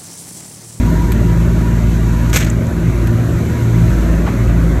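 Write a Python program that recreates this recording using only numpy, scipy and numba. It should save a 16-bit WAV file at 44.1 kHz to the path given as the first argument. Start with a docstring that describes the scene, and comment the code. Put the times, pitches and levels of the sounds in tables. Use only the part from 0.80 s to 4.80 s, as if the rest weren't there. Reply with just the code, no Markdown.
"""Over the drone of a moving boat, a big wet fish slaps onto a mat on the cleaning table and splatters.
Body and tail land in turn, squeezing out water and setting the table ringing. A knife ticks twice and
a glove swishes. Two engines fire slightly out of step, gears whine, the wake rushes and wind buffets
the microphone. A limiter ducks the whole sound under the slap."""
import sys
import numpy as np
from scipy import signal
from scipy.fft import rfft, irfft
from scipy.io import wavfile
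from scipy.ndimage import uniform_filter1d
from numba import njit

SR = 44100
rng = np.random.default_rng(int(sys.argv[2]) if len(sys.argv) > 2 else 0)


def generate_wav(signal):
    """Clip the signal to [-1, 1] and save it as 16-bit WAV at the path in sys.argv[1]."""
    frames = np.transpose(np.atleast_2d(signal))
    scaled = np.clip(frames, -1, 1) * 32767
    pcm = np.round(scaled).astype(np.int16)
    wavfile.write(sys.argv[1], SR, pcm)


N = 176400
TIME_S = np.arange(N) / SR
LOG_HZ = np.log(np.fft.rfftfreq(N, 1 / SR) + 1)


def undb(db):
    return 10 ** (np.asarray(db) / 20)


def unit(x):
    return x / np.sqrt(np.mean(x ** 2))


def noise():
    return rng.standard_normal(N)


def curve(rows):
    """Gain envelope through (time_s, level_db) points."""
    return undb(np.interp(TIME_S, *np.array(rows).T))


def drift(rate_hz):
    """Smoothed random steps with a spread near 1."""
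    k = int(SR / rate_hz)
    steps = np.repeat(rng.standard_normal(N // k + 1), k)
    return 1.3 * uniform_filter1d(uniform_filter1d(steps, k), k)[:N]


def colour(x, points):
    """Minimum-phase filter through (frequency_hz, level_db) points; keeps the power of white noise."""
    hz, db = np.array(points).T
    gain = unit(undb(np.interp(LOG_HZ, np.log(hz), db)))
    cepstrum = irfft(np.log(gain), N)
    cepstrum[1:N // 2] *= 2
    cepstrum[N // 2 + 1:] = 0
    return irfft(rfft(x) * np.exp(rfft(cepstrum)), N)


def band(x, hz, width_hz):
    """Two equal resonators in cascade; keeps the power of white noise."""
    b, a = signal.iirpeak(hz, hz / width_hz, fs=SR)
    return signal.lfilter(b, a, signal.lfilter(b, a, x)) * np.sqrt(2 * SR / np.pi / width_hz)


def burst(start_s, attack_s, hold_s, decay_s):
    """Linear attack, then exponential decay from hold_s after the start."""
    age = TIME_S - start_s
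    return np.clip(age / attack_s, 0, 1) * np.exp(-np.maximum(age - hold_s, 0) / decay_s)


def tone(turns):
    """A sine of rms 1 at a random phase."""
    return np.sqrt(2) * np.sin(2 * np.pi * (turns + rng.random()))


def splatter(drops_per_s=2800, spray_gain=0.77):
    """Shot noise: water squeezed from under the skin spurts out as tiny drops and fine spray."""
    drops = (rng.random(N) < drops_per_s / SR) * noise()
    return unit((unit(drops) + spray_gain * noise()) * undb(0.7 * drift(400)))


# wet contacts of fish and mat: start_s, level_db, hold_s, decay_s, treble_db
SLAPS = [(1.497, -36, .002, 0.0064, 12), (1.529, -14.5, 0.0024, 0.0033, 0.5),
         (1.536, -18.5, 0.021, 0.012, 3.5), (1.5588, -14, 0.017, .004, 6), (1.58, -23, .006, 0.022, 6),
         (1.603, -18.5, .004, 0.012, -1.5), (1.613, -18, 0.0033, 0.0074, -14),
         (1.624, -22.5, 0.0089, 0.0074, -8), (1.644, -26.5, .002, 0.0069, 4.5),
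         (1.663, -27, 0.0034, 0.029, -11)]
def slaps(attack_s=0.0021, treble_hz=5000):
    """Impact excitation: each contact is a burst of splatter with its own brightness."""
    contact = 0
    for start_s, level_db, hold_s, decay_s, treble_db in SLAPS:
        splat = splatter() * undb(level_db) * burst(start_s, attack_s, hold_s, decay_s)
        low = signal.lfilter(*signal.butter(1, treble_hz, fs=SR), splat)
        contact = contact + low + undb(treble_db) * (splat - low)
    return contact


# modes of the table under the mat: pitch_hz, t60_s, level_db
TABLE_MODES = [(1490, .13, -17), (1815, .09, -20), (2300, .14, -17)]
def table_ring(contact):
    """Modal response: the contact is convolved with the table's damped sinusoids."""
    modes = sum(undb(db) * unit(np.sin(2 * np.pi * hz * TIME_S) * 1000 ** (-TIME_S / t60_s))
                for hz, t60_s, db in TABLE_MODES)
    return signal.fftconvolve(contact, modes / np.sqrt(N))[:N]


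# landings of the fish's weight: start_s, level_db
THUDS = [(1.542, -12), (1.561, -13)]
def thuds():
    """Heavy damping: the fish's weight excites a broad, low resonance."""
    force = sum(undb(db) * burst(start_s, 0.0032, 0, decay_s=0.03) for start_s, db in THUDS)
    return band(noise() * force, hz=140, width_hz=150)


# squelches of the settling fish: start_s, level_db
SQUELCHES = [(1.6996, -24), (1.868, -35.5)]
def squelches():
    """Band-limited shot noise: brief, high spurts of water as the fish settles."""
    spurts = sum(undb(db) * burst(start_s, 0.00089, 0.002, decay_s=0.0029) for start_s, db in SQUELCHES)
    return band(splatter() * spurts, hz=7060, width_hz=1600)


# spectrum of the wet slap as heard, with a notch near 10 kHz: frequency_hz, density_db
HEARD_SLAP_SPECTRUM = [(200, -11), (500, 4), (850, -7), (1500, 4), (2400, 4), (3300, -2.5), (4100, -4),
                       (5000, -9), (6400, 0), (7500, -3), (8500, -7.5), (9900, -26), (11200, -9.5),
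                       (13300, -10.5), (14300, -36), (16000, -18)]
def fish():
    """Source and filter: the same contacts are heard as a wet slap and drive the table."""
    contact = slaps()
    return colour(contact, HEARD_SLAP_SPECTRUM) + table_ring(contact) + thuds() + squelches()


# knife ticks: start_s, level_db
TICKS = [(0.3194, -22.5), (2.271, -29.5)]
# spectrum of a tick: frequency_hz, density_db
TICK_SPECTRUM = [(800, 2), (1800, 6), (4000, -1.5), (5000, -6.5), (7500, -2), (10000, -8), (12500, 2),
                 (14000, -12), (16000, -24)]
def knife():
    """Short impacts are broadband: each tick is a filtered burst of noise."""
    taps = sum(undb(db) * burst(start_s, 0.00099, 0.0011, decay_s=0.0064) for start_s, db in TICKS)
    return colour(noise() * taps, TICK_SPECTRUM)


def glove(peak_s=3.478, spread_s=0.019, level_db=-22.5):
    """Friction noise: one swish under a Gaussian envelope."""
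    stroke = np.exp(-((TIME_S - peak_s) / spread_s) ** 2)
    return undb(level_db) * stroke * band(noise(), hz=664, width_hz=930)


# envelopes of firing harmonics 1, 2, 3, 4 and 6: time_s, level_db
HARMONIC_1 = [(0.0, -16.5), (0.4, -14), (1.0, -16.5), (1.07, -14), (1.78, -16.5), (1.85, -34),
              (1.92, -23.5), (2.23, -15.5), (2.49, -33), (2.53, -21), (2.73, -37), (2.91, -20.5),
              (3.31, -12), (3.45, -15), (3.5, -23), (3.69, -13), (3.98, -13.5), (4.0, -25)]
HARMONIC_2 = [(0.0, -19.5), (0.07, -16.5), (0.22, -47), (0.29, -18), (1.83, -17), (1.97, -35), (2.08, -11),
              (2.13, -23.5), (2.28, -12.5), (2.75, -22.5), (2.8, -15), (3.05, -12), (3.41, -38),
              (3.53, -17), (3.77, -18), (4.0, -28)]
HARMONIC_3 = [(0.0, -26), (0.13, -11.5), (0.39, -31), (0.46, -15), (1.9, -22.5), (2.07, -12.5), (2.13, -30),
              (2.64, -20), (2.78, -34), (3.0, -10.5), (3.14, -23.5), (3.45, -17.5), (3.63, -38),
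              (3.73, -16), (3.88, -14.5), (4.0, -27)]
HARMONIC_4 = [(0.0, -28.5), (0.12, -29), (0.17, -53), (0.39, -17), (0.49, -44), (0.62, -24), (2.09, -28.5),
              (3.7, -30.5), (4.0, -37)]
HARMONIC_6 = [(0.0, -32.5), (0.43, -31), (1.28, -32.5), (1.66, -52), (1.71, -35.5), (2.35, -25.5),
              (2.39, -34), (2.53, -28), (4.0, -34)]
# gain added to each of those harmonics: gain_db
HARMONIC_GAINS = (0.52, 0.41, -2.05, -0.36, -0.93)
def drone(port, starboard):
    """Periodic firing makes harmonics: odd ones from the port engine, even ones from starboard."""
    harmonics = [(port, HARMONIC_1), (2 * starboard, HARMONIC_2), (3 * port, HARMONIC_3),
                 (4 * starboard, HARMONIC_4), (6 * starboard, HARMONIC_6)]
    return sum(undb(db) * curve(envelope) * tone(turns)
               for db, (turns, envelope) in zip(HARMONIC_GAINS, harmonics))


# weaker engine orders: cycle_multiple, level_db
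ENGINE_ORDERS = [(4, -26.5), (5, -27), (7, -35.5), (8, -41.5), (10, -28.5), (11, -34.5), (13, -35),
                 (14, -43), (15, -34), (16, -39), (17, -34.5), (19, -38), (20, -36.5), (21, -40.5),
                 (26, -47), (33, -49)]
def uneven_cylinders(cycle, swell_db=4):
    """Unequal firings repeat once a cycle, so tones appear at multiples of the cycle rate."""
    return sum(undb(db + swell_db * (drift(6.01) - 0.48)) * tone(multiple * cycle)
               for multiple, db in ENGINE_ORDERS)


# spectrum of hull rumble and engine clatter: frequency_hz, density_db
RUMBLE_SPECTRUM = [(25, -36.5), (45, 0.5), (75, -1), (130, 2.5), (200, -2.5), (290, -3), (375, -9),
                   (440, -14), (620, -11.5), (790, -22.5), (1000, -22), (1500, -20), (2000, -23.5),
                   (3000, -37), (5000, -55.5)]
# their envelope: time_s, level_db
RUMBLE_SWELL = [(0, 0), (.45, -0.5), (.9, -1.5), (1.4, -1.5), (1.8, -1), (2.2, -0.1), (2.8, -0.4),
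                (3.4, 1.5), (4, 1)]
def rumble(cycle, throb_depth=0.11, level_db=-20):
    """Amplitude modulation: rumble and clatter throb with the engine cycle."""
    throb = 1 + throb_depth * (tone(cycle) + tone(4 * cycle)) / 2
    return undb(level_db) * colour(noise() * throb * curve(RUMBLE_SWELL), RUMBLE_SPECTRUM)


def engines(port_hz=55.37, starboard_hz=57.09, cylinders=3, wobble=0.0039):
    """Detuning: two firing rates wander independently; each integrates to a phase in turns."""
    port, starboard = (np.cumsum(hz * (1 + wobble * drift(7))) / SR for hz in (port_hz, starboard_hz))
    cycle = starboard / cylinders
    return drone(port, starboard) + uneven_cylinders(cycle) + rumble(cycle)


# envelope of the gear whine: time_s, level_db
GEAR_SWELL = [(0.0, -43), (0.09, -33.5), (0.81, -44), (0.85, -34.5), (1.25, -50), (1.35, -32), (1.83, -67),
              (1.85, -41), (2.08, -53), (2.21, -42), (2.64, -54), (2.76, -43), (3.95, -52), (4.0, -37)]
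def gears(pitch_hz=963, noise_share=0.45, flutter_db=3, gain_db=2):
    """Phase modulation makes the whine waver; narrowband noise roughens it."""
    clean = unit(undb(flutter_db * drift(22.03))) * tone(pitch_hz * TIME_S + 0.15 * drift(30))
    rough = unit(band(noise(), pitch_hz, width_hz=110))
    whine = np.sqrt(1 - noise_share) * clean + np.sqrt(noise_share) * rough
    return undb(gain_db) * curve(GEAR_SWELL) * whine


# faint machinery tones: pitch_hz, level_db
MACHINE_TONES = [(1437, -49), (2301, -55), (7301, -61), (10508, -58), (14642, -64)]
def machinery(flutter_db=3):
    """Random modulation: thin tones flutter in level and phase."""
    return sum(undb(db + flutter_db * drift(12)) * tone(hz * TIME_S + 0.12 * drift(12))
               for hz, db in MACHINE_TONES)


# spectrum of the rushing hiss as heard, with a deep notch near 10 kHz: frequency_hz, density_db
HEARD_HISS_SPECTRUM = [(300, -9), (1000, 9), (2500, 6), (3200, 1), (4000, 3.5), (5000, -4), (6200, 4),
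                       (7300, 1.5), (8400, -1.5), (9200, -7), (10000, -72), (11000, 0), (13600, -5.5),
                       (14500, -29), (16000, -53)]
# envelope of the wake: time_s, level_db
WAKE_SWELL = [(0, 2.5), (.35, 2), (.6, 0), (1.4, 1.5), (1.8, -1.5), (2.3, -0.5), (3.1, 1.5), (3.6, 0),
              (4, -.5)]
def wake(level_db=-38):
    """Broadband noise: the foam makes a nearly steady rush."""
    hiss = colour(noise(), HEARD_HISS_SPECTRUM)
    return hiss * curve(WAKE_SWELL) * undb(level_db + 0.5 * drift(25.35))


# spectrum of wind on the microphone: frequency_hz, density_db
WIND_SPECTRUM = [(15, -15.5), (40, 12), (80, 14), (150, 5.5), (300, -9), (700, -47.5)]
def wind(level_db=-29.5, gust_db=5.5):
    """Turbulent pressure at the microphone: low noise that swells in gusts."""
    return colour(noise(), WIND_SPECTRUM) * undb(level_db + gust_db * drift(6))


def churn(x, low_hz=399, high_hz=3217, depth_db=4, rate_hz=28):
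    """Independent amplitude modulation: narrow mid bands swell and fade at random."""
    centres = np.linspace(np.log(low_hz), np.log(high_hz), 32)
    spectrum, out = rfft(x), x
    for weights in np.eye(len(centres))[1:-1]:
        part = irfft(spectrum * np.interp(LOG_HZ, centres, weights), N)
        gain = unit(undb(depth_db * np.minimum(drift(rate_hz), 1)))
        out = out + part * (gain - 1)
    return out


def scene():
    """Superposition: the boat and the work at the table add in one channel."""
    boat = churn(engines() + wake() + wind()) + gears() + machinery()
    return (boat + fish() + knife() + glove())[None]


@njit
def follow_peaks(x, release_s):
    """Envelope detection: instant rise, exponential fall."""
    out, peak = np.empty(len(x)), 0.
    for i in range(len(x)):
        peak = max(abs(x[i]), peak * (1 - 1 / (release_s * SR)))
        out[i] = peak
    return out


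def record(dry, limit_db=2, release_s=0.21, gain_db=0.17, cutoff_hz=15500):
    """Peak limiting: the gain ducks and recovers slowly; clipping and a low-pass follow."""
    peak = uniform_filter1d(follow_peaks(dry[0], release_s), size=64)
    limited = dry * np.minimum(1, undb(limit_db) / (peak + 1e-9)) * undb(gain_db)
    lowpass = signal.ellip(8, 0.2, 70, cutoff_hz, fs=SR, output="sos")
    return signal.sosfilt(lowpass, np.clip(limited, -0.92, 0.92))


dry = scene()
out = record(dry)
generate_wav(out)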